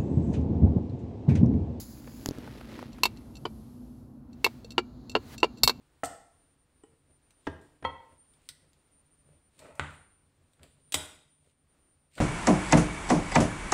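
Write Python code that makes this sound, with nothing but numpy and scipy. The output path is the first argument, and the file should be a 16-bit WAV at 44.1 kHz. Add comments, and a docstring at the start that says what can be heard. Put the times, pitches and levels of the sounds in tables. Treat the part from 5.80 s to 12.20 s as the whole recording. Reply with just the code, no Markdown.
"""A ring-pull tin of beans on a wooden board in a small, live kitchen, one microphone close by.
First the lid pops into new shapes as the tab pierces and lifts it. Then the scored seam tears in jerks;
midway the tin skids and drops flat. The lid snaps free near 5.1 s, and the tin knocks once more at the end.
Behind it all, a thin whine wavers over a quiet background hiss."""
import sys
import numpy as np
from scipy import signal
from scipy.fft import rfft, irfft, next_fast_len
from scipy.io import wavfile

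SR = 44100
rng = np.random.default_rng(int(sys.argv[2]) if len(sys.argv) > 2 else 0)


def unload_audio(sound):
    """Save the sound as a 16-bit wav file, at the path given as the first command line argument."""
    columns = np.transpose(np.atleast_2d(sound))
    # keep every value between -1 and 1, then stretch to whole-number steps
    steps = np.round(np.clip(columns, -1, 1) * 32767)
    wavfile.write(sys.argv[1], SR, steps.astype(np.int16))


N = 282355
TIME = np.arange(N) / SR  # seconds through the scene
T = np.arange(int(.8 * SR)) / SR  # seconds through one short sound


# The lid's ring in each state, sealed to free. Each row: frequency in Hz, energy in dB, t60 in seconds.
LID_MODES = { "sealed": [(283, -16.5, .1), (478, -16.5, 0.06), (684, -4.5, 0.066), (725, -13, .19),
             (783.4, -7.5, 0.052), (1331, -10.5, 0.044), (1840, -16.5, 0.011), (2100, -24, 0.09)],
             "dented": [(300, -3.5, 0.047), (451, -4.5, 0.082), (820, -18, 0.11), (1890, -27, 0.082),
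             (3000, -19, 0.071), (8000, -14, 0.015)], "pierced": [(292, -5, 0.063), (387, -9.5, 0.13),
             (476, -16, 0.056), (650, -12, 0.081), (942, -34, 0.051), (1612, -11.5, 0.11),
             (1860, -17, .035), (2920, -28, 0.18)], "lifted": [(514, -6, 0.07), (758, -8, 0.033),
             (918.6, 1.5, 0.099), (1057, -6, 0.18), (1308, -5, 0.069), (1953, -8, 0.043), (2220, -21, 0.07),
             (2630, -22.5, 0.064), (3232, -9.5, 0.12), (4280, -24, 0.071)], "peeled": [(1454, -16.5, 0.047),
             (1994, -8.5, 0.014), (3140, -13, 0.0069), (8500, -4, 0.016), (8800, -19, 0.015)],
             "free": [(295, -16, 0.059), (621, -16, .25), (3240, -16.5, 0.091), (3586, -11, 0.056),
             (3820, -7.5, 0.053), (7050, -12, 0.08), (7800, -12.5, .06), (8200, -8, .05), (9070, -8, .05),
             (10220, -6.5, 0.038)], }
# How strongly the lid sounds into the room. Each entry: state of the lid, room tail in dB.
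LID_ROOM_DB = {"sealed": -7, "dented": -9, "pierced": -9.5, "lifted": -8, "peeled": -8, "free": -7}
# The sheet rattling against the tab. Each row: frequency in Hz, level in dB.
RATTLE_SPECTRUM = [(100, -0.5), (300, 5.5), (900, 1.5), (1900, -7), (2800, -10.5), (5000, -23.5),
                   (8000, -32), (15000, -51.5)]
# The worktop under the board. Each row: frequency in Hz, energy in dB, t60 in seconds.
WORKTOP_MODES = [(79.2, -1.5, .4), (95.7, -5.5, 0.35), (147, -3, 0.41), (258, -13, 0.067),
                 (288.7, -12, .35)]
# The sheet pops. Each row: start in seconds, level in dB, relative rattle and worktop in dB, lid state.
POPS = [(0.234, 0, -14, -26.5, "sealed"), (1.036, -24, -12.5, -36, "dented"),
        (1.6685, -7, -0.5, -10, "pierced"), (1.6721, -2, -8, -8.5, "pierced"),
        (1.817, -39, -2.5, 4, "pierced"), (2.025, -20.5, -4, 0.5, "pierced"),
        (2.0428, -22.5, 4, -25.5, "lifted"), (2.049, -3, -11, -12.5, "lifted"),
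        (2.6898, -21, -21.5, -16, "peeled"), (5.1232, -17.5, -15, -19, "free"),
        (5.1422, -2.5, -7, -10.5, "free")]

def lid_pops():
    """Close to the microphone the sheet flips, rings, rattles against the tab and thumps the worktop."""
    out, boom = np.zeros(N), ring(WORKTOP_MODES, attack=.008)
    for start, db, rattle_db, worktop_db, state in POPS:
        rattle = packet(through(burst(swell=0.0018), click(RATTLE_SPECTRUM)))
        sheet = ring(LID_MODES[state], attack=0.00035) + amp(rattle_db) * rattle
        in_room = kitchen(sheet, LID_ROOM_DB[state], early_db=-8)
        add(out, start, amp(db) * (in_room + amp(worktop_db) * boom))
    return out


# The scored metal cracking. Each row: frequency in Hz, level in dB.
SEAM_SPECTRUM = [(200, -6), (1000, -5.5), (2000, -1.5), (3800, 2), (5700, -4), (6800, -4), (7700, 4.5),
                 (8700, 5), (9500, -8.5), (10600, -6.5), (12500, -11.5), (15500, -16)]
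# The seam's jerks. Each row: start in seconds, level in dB, swell in seconds, low edge in Hz,
# relative room tail in dB.
TEARS = [(0.2355, -16.5, 0.0021, 691, -6.5), (.247, -15.5, 0.00055, 4830, -3),
         (0.2544, -17, .002, 5110, -13), (1.506, -39, 0.0011, 900, -16), (1.812, -45, .003, 4000, 3.5),
         (2.5363, -45, 0.001, 1200, -15), (2.6896, -17, 0.00019, 1970, -12.5),
         (2.9325, -43.5, 0.00025, 1010, -6), (3.7905, -30, 0.0017, 1190, -0.5),
         (3.953, -39.5, 0.0014, 6000, 2), (4.105, -40, 0.0019, 4880, 6),
         (4.7339, -45, 0.00069, 1460, -17.5), (4.832, -30.5, 0.00032, 1100, -4),
         (5.122, -11, 0.0013, 1700, -2), (5.1418, 2, 0.0015, 437, -10), (6.353, -34, 0.0012, 1700, 5.5),
         (6.373, -33, 0.0022, 1234, -10)]

def seam_tears():
    """Each jerk along the seam is a burst of tiny fractures, echoing off the worktop."""
    out = np.zeros(N)
    for start, db, swell, low_hz, room_db in TEARS:
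        crack = packet(through(burst(swell), click(SEAM_SPECTRUM, low_hz)))
        add(out, start, amp(db) * kitchen(crack, room_db, early_db=-3))
    return out


# The struck board. Each row: frequency in Hz, level in dB.
WOOD_SPECTRUM = [(50, -3.5), (250, -4.5), (450, -7), (900, -2.5), (1400, -5), (2200, -5.5), (3800, -14),
                 (5500, -31), (7500, -21.5), (9500, -28), (12000, -51.5)]
# The filled tin's wall. Each row: frequency in Hz, energy in dB, t60 in seconds.
WALL_MODES = [(1453, -6, 0.014), (2050, -4, 0.014), (7470, -33, 0.014)]
# Tin on board. Each row: start in seconds, level in dB, relative worktop and room tail in dB.
KNOCKS = [(3.856, -33.5, 5.5, -3), (3.9963, -2.5, -6.5, -4.5), (4.7959, -41.5, 12, 0.5),
          (5.1451, -17.5, -3, 5.5), (6.3802, -20, 0, 3), (6.383, -20.5, -7.5, -7), (6.387, -24, -11, -3)]

def tin_knocks():
    """The full tin meets the board with a dead clack; the worktop booms after it."""
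    out, boom = np.zeros(N), ring(WORKTOP_MODES, attack=0.013)
    clack = packet(click(WOOD_SPECTRUM, low_hz=60.6) + ring(WALL_MODES, attack=0.00016))
    for start, db, worktop_db, room_db in KNOCKS:
        add(out, start, amp(db) * (kitchen(clack, room_db, early_db=-7) + amp(worktop_db) * boom))
    return out


# The rubbed tin's hollow ring. Each row: frequency in Hz, energy in dB, t60 in seconds.
HOLLOW_MODES = [(600, -2.5, 0.1), (685, -9.5, 0.09), (859, -9, 0.032), (1306, -13, 0.0067),
                (1950, -16, 0.017), (2510, -15, 0.011)]

def tin_skid(start_s=3.792, peak_s=3.868, end_s=3.996, peak_db=-55, ease_db_per_s=61):
    """The tilted tin's rim sticks and slips on the wood, sounding its hollow resonances."""
    slips = rng.standard_normal(N) * unit(amp(4 * wobble(rate=300)))
    sliding = (TIME > start_s) & (TIME < end_s)
    force = amp(peak_db - ease_db_per_s * np.abs(TIME - peak_s)) * sliding
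    hollow = packet(ring(HOLLOW_MODES, attack=0.00016))
    return kitchen(through(force * slips, hollow), room_db=-3)


# Pulls on the seam. Each row: start in seconds, moment it gives in seconds, final level in dB.
PULLS = [(1.57, 1.683, -69), (2.438, 2.686, -74.5), (3.706, 3.805, -69), (4.455, 4.85, -81.5),
         (4.9, 5.122, -78), (5.454, 5.71, -78.5), (6.306, 6.36, -61)]

def seam_strain(rise_db=16, release_s=.02):
    """The strain of each pull grows steadily in dB and lets go when the seam gives."""
    out = np.zeros(N)
    for start, gives, db in PULLS:
        to_go = np.clip((gives - TIME) / (gives - start), 0, 1)
        release = np.exp(-np.maximum(TIME - gives, 0) / release_s)
        out += (TIME > start) * amp(db - rise_db * to_go) * release
    return out


# The hand shifts its grip. Each row: peak time in seconds, half length in seconds, level in dB.
GRIPS = [(1.131, 0.01, -73), (1.302, 0.025, -72), (1.41, 0.016, -97), (2.328, .03, -65.5),
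         (2.856, 0.052, -79), (3.518, .06, -71.5), (3.867, 0.061, -57.5), (4.626, 0.033, -76.5),
         (4.845, 0.034, -64.5), (5.0, 0.16, -80), (5.663, 0.04, -77.5), (6.389, 0.013, -41)]

def grip_force(resting_db=-90):
    """Each shift is a bell-shaped swell; between them the hand never holds quite still."""
    return amp(resting_db) + sum(amp(db) * np.exp(-((TIME - peak) / half) ** 2) for peak, half, db in GRIPS)


# The tin rubbing on the board. Each row: frequency in Hz, level in dB.
RUB_SPECTRUM = [(100, -19.5), (200, -4.5), (300, 0), (420, 3), (600, 3), (800, -9.5), (1600, -12.5),
                (2600, -16), (4000, -27.5), (8000, -53)]
# The fine crackle of strained metal. Each row: frequency in Hz, level in dB.
CRACKLE_SPECTRUM = [(800, -23.5), (2200, 3), (3800, 1.5), (6000, -7.5), (8400, 3.5), (11000, -15),
                    (15500, -14)]

def handling(grip_crackle_db=-13, rumble_db=-33, rumble_growth=0.47):
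    """Small sounds heard close up: the tin rubs, seam and bent sheet crackle, the worktop rumbles."""
    rub = colour(grains(), RUB_SPECTRUM)
    crackle = colour(grains(), CRACKLE_SPECTRUM)
    worktop = ring(WORKTOP_MODES, attack=0.0028) * fade(t60=0.18)
    rumble = unit(through(grains(), worktop))
    grip = grip_force()
    strain = seam_strain() + amp(grip_crackle_db) * grip
    return grip * rub + strain * crackle + amp(rumble_db) * grip ** rumble_growth * rumble


# The whine's strength at its resting pitch. Each row: time in seconds, level in dB.
WHINE_LEVEL = [(0, -87), (.6, -75), (.75, -76), (1.3, -73), (1.55, -75), (2.36, -74), (2.42, -66.5),
               (2.6, -76), (3.15, -73), (3.55, -73), (4.4, -71), (4.75, -82.5), (5.0, -70.5), (5.5, -70),
               (5.7, -83), (6.05, -72.5), (6.4, -81)]

def whine(rest_hz=9104, drop_at_s=2.38, drop_hz=74, swing_s=.87, settle_s=1.4, louder_db_per_hz=0.0726):
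    """A thin, flickering whine drops in pitch once and swings back to rest, louder when lower."""
    since = TIME - drop_at_s
    swing = np.cos(2 * np.pi * since / swing_s)
    sag_hz = drop_hz * (since > 0) * np.exp(-np.abs(since) / settle_s) * swing
    flutter_hz = 20 * wobble(rate=150)
    pitch = rest_hz - sag_hz + flutter_hz
    flicker = 1 + 0.76 * np.tanh(wobble(rate=30))
    tone = np.sin(2 * np.pi * np.cumsum(pitch) / SR) * flicker
    level_db = np.interp(TIME, *np.transpose(WHINE_LEVEL)) + louder_db_per_hz * sag_hz
    return amp(level_db) * unit(tone)


# The background hiss. Each row: frequency in Hz, level in dB.
HISS_SPECTRUM = [(20, -8), (50, 4), (85, -2), (160, -10.5), (315, -6.5), (630, -12.5), (1000, -14),
                 (2000, -18.5), (4000, -22.5), (6300, -29), (8300, -23), (12000, -35), (15500, -33)]
# The background hiss gets a little quieter towards the end. 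Each row: time in seconds, level in dB.
HISS_LEVEL = [(0, -70.5), (5.4, -74.5), (5.8, -76.5), (6.4, -76.5)]

def room_tone(hum_db=-85, hum_hz=145, waver_db=2):
    """Behind the tin: a quiet background hiss that wavers slightly in level, and a low appliance hum."""
    hiss_db = np.interp(TIME, *np.transpose(HISS_LEVEL)) + waver_db * wobble(rate=6.2)
    hiss = colour(rng.standard_normal(N), HISS_SPECTRUM)
    hum = unit(np.sin(2 * np.pi * hum_hz * TIME))
    return amp(hiss_db) * hiss + amp(hum_db) * hum


# How long the kitchen rings. Each row: frequency in Hz, t60 in seconds.
KITCHEN_DECAY = [(80, 0.86), (300, 0.54), (1500, 0.54), (3500, 0.55), (8000, 0.5), (15000, 0.39)]

def kitchen(direct, room_db, early_db=-9, early_t60=0.074, build_s=0.012):
    """The microphone hears the direct sound, quick worktop echoes, then a tail from the hard walls."""
    hz, t, noise = signal.stft(rng.standard_normal(len(T)), SR, nperseg=256)
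    decay = np.exp(-np.log(1000) * t / along(KITCHEN_DECAY, hz)[:, None])
    tail = signal.istft(noise * decay, SR, nperseg=256)[1][:len(T)]
    tail = packet(tail * (1 - np.exp(-T / build_s)))
    early = packet(rng.standard_normal(len(T)) * fade(early_t60) * (T > .002))
    walls = np.linalg.norm(direct) * packet(through(direct, tail))
    return direct + amp(room_db) * walls + amp(early_db) * through(direct, early)


def ring(modes, attack):
    """Damped modes of alternating sign that build up over the attack time in seconds."""
    rise = 1 - np.exp(-T / attack)
    return sum((-1) ** k * amp(db) * packet(np.sin(2 * np.pi * hz * T) * fade(t60) * rise)
               for k, (hz, db, t60) in enumerate(modes))


def click(spectrum, low_hz=20):
    """The causal impulse with this spectrum, thin below the low edge."""
    hz = np.fft.rfftfreq(len(T), 1 / SR)
    high_pass = 1e-3 + hz ** 2 / np.hypot(hz ** 2, low_hz ** 2)
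    cepstrum = irfft(np.log(amp(along(spectrum, hz)) * high_pass))
    cepstrum[1:len(T) // 2] *= 2  # minimum phase: the energy comes at the start
    cepstrum[len(T) // 2:] = 0
    return packet(irfft(np.exp(rfft(cepstrum))))


def burst(swell):
    """A run of tiny slips that peaks after swell seconds and dies."""
    return packet(rng.standard_normal(len(T)) * T * np.exp(-T / swell))


def grains(depth_db=4, rate=350):
    """Friction noise, roughened by quick changes of level."""
    return rng.standard_normal(N) * amp(depth_db * wobble(rate))


def wobble(rate):
    """A random curve with rate knots a second."""
    knots = np.arange(0, N / SR, 1 / rate)
    return np.interp(TIME, knots, rng.standard_normal(len(knots)))


def colour(x, spectrum):
    """Shape a steady noise; rms 1."""
    size = next_fast_len(N + SR // 4)
    gain = amp(along(spectrum, np.fft.rfftfreq(size, 1 / SR)))
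    return unit(irfft(rfft(x, size) * gain, size)[:N])


def amp(db):
    """Decibels to gain."""
    return 10 ** (np.asarray(db) / 20)


def unit(x):
    """Scale to rms 1."""
    return x / np.sqrt(np.mean(x ** 2) + 1e-20)


def packet(x):
    """Scale to energy 1."""
    return x / (np.linalg.norm(x) + 1e-20)


def along(points, hz):
    """Read (Hz, value) points on a log axis."""
    freqs, values = np.transpose(points)
    return np.interp(np.log(hz + 1), np.log(freqs), values)


def fade(t60):
    """Exponential decay, 60 dB down after t60 seconds."""
    return np.exp(-np.log(1000) * T / t60)


def add(track, start, sound):
    """Mix a sound into the track from start seconds."""
    part = track[max(round(start * SR), 0):][:len(sound)]
    part += sound[:len(part)]


def through(x, response):
    """Convolve, keeping the length."""
    return signal.fftconvolve(x, response)[:len(x)]


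def scene():
    """Tin, board and kitchen at one close microphone."""
    return (lid_pops() + seam_tears() + tin_skid() + tin_knocks() + handling() + whine() + room_tone())[None]


def record(dry):
    """Nothing passes above 15.7 kHz."""
    size = next_fast_len(N + SR // 4)
    passband = np.fft.rfftfreq(size, 1 / SR) < 15700
    return irfft(rfft(dry, size) * passband, size)[..., :N]


dry = scene()
out = record(dry)
unload_audio(out)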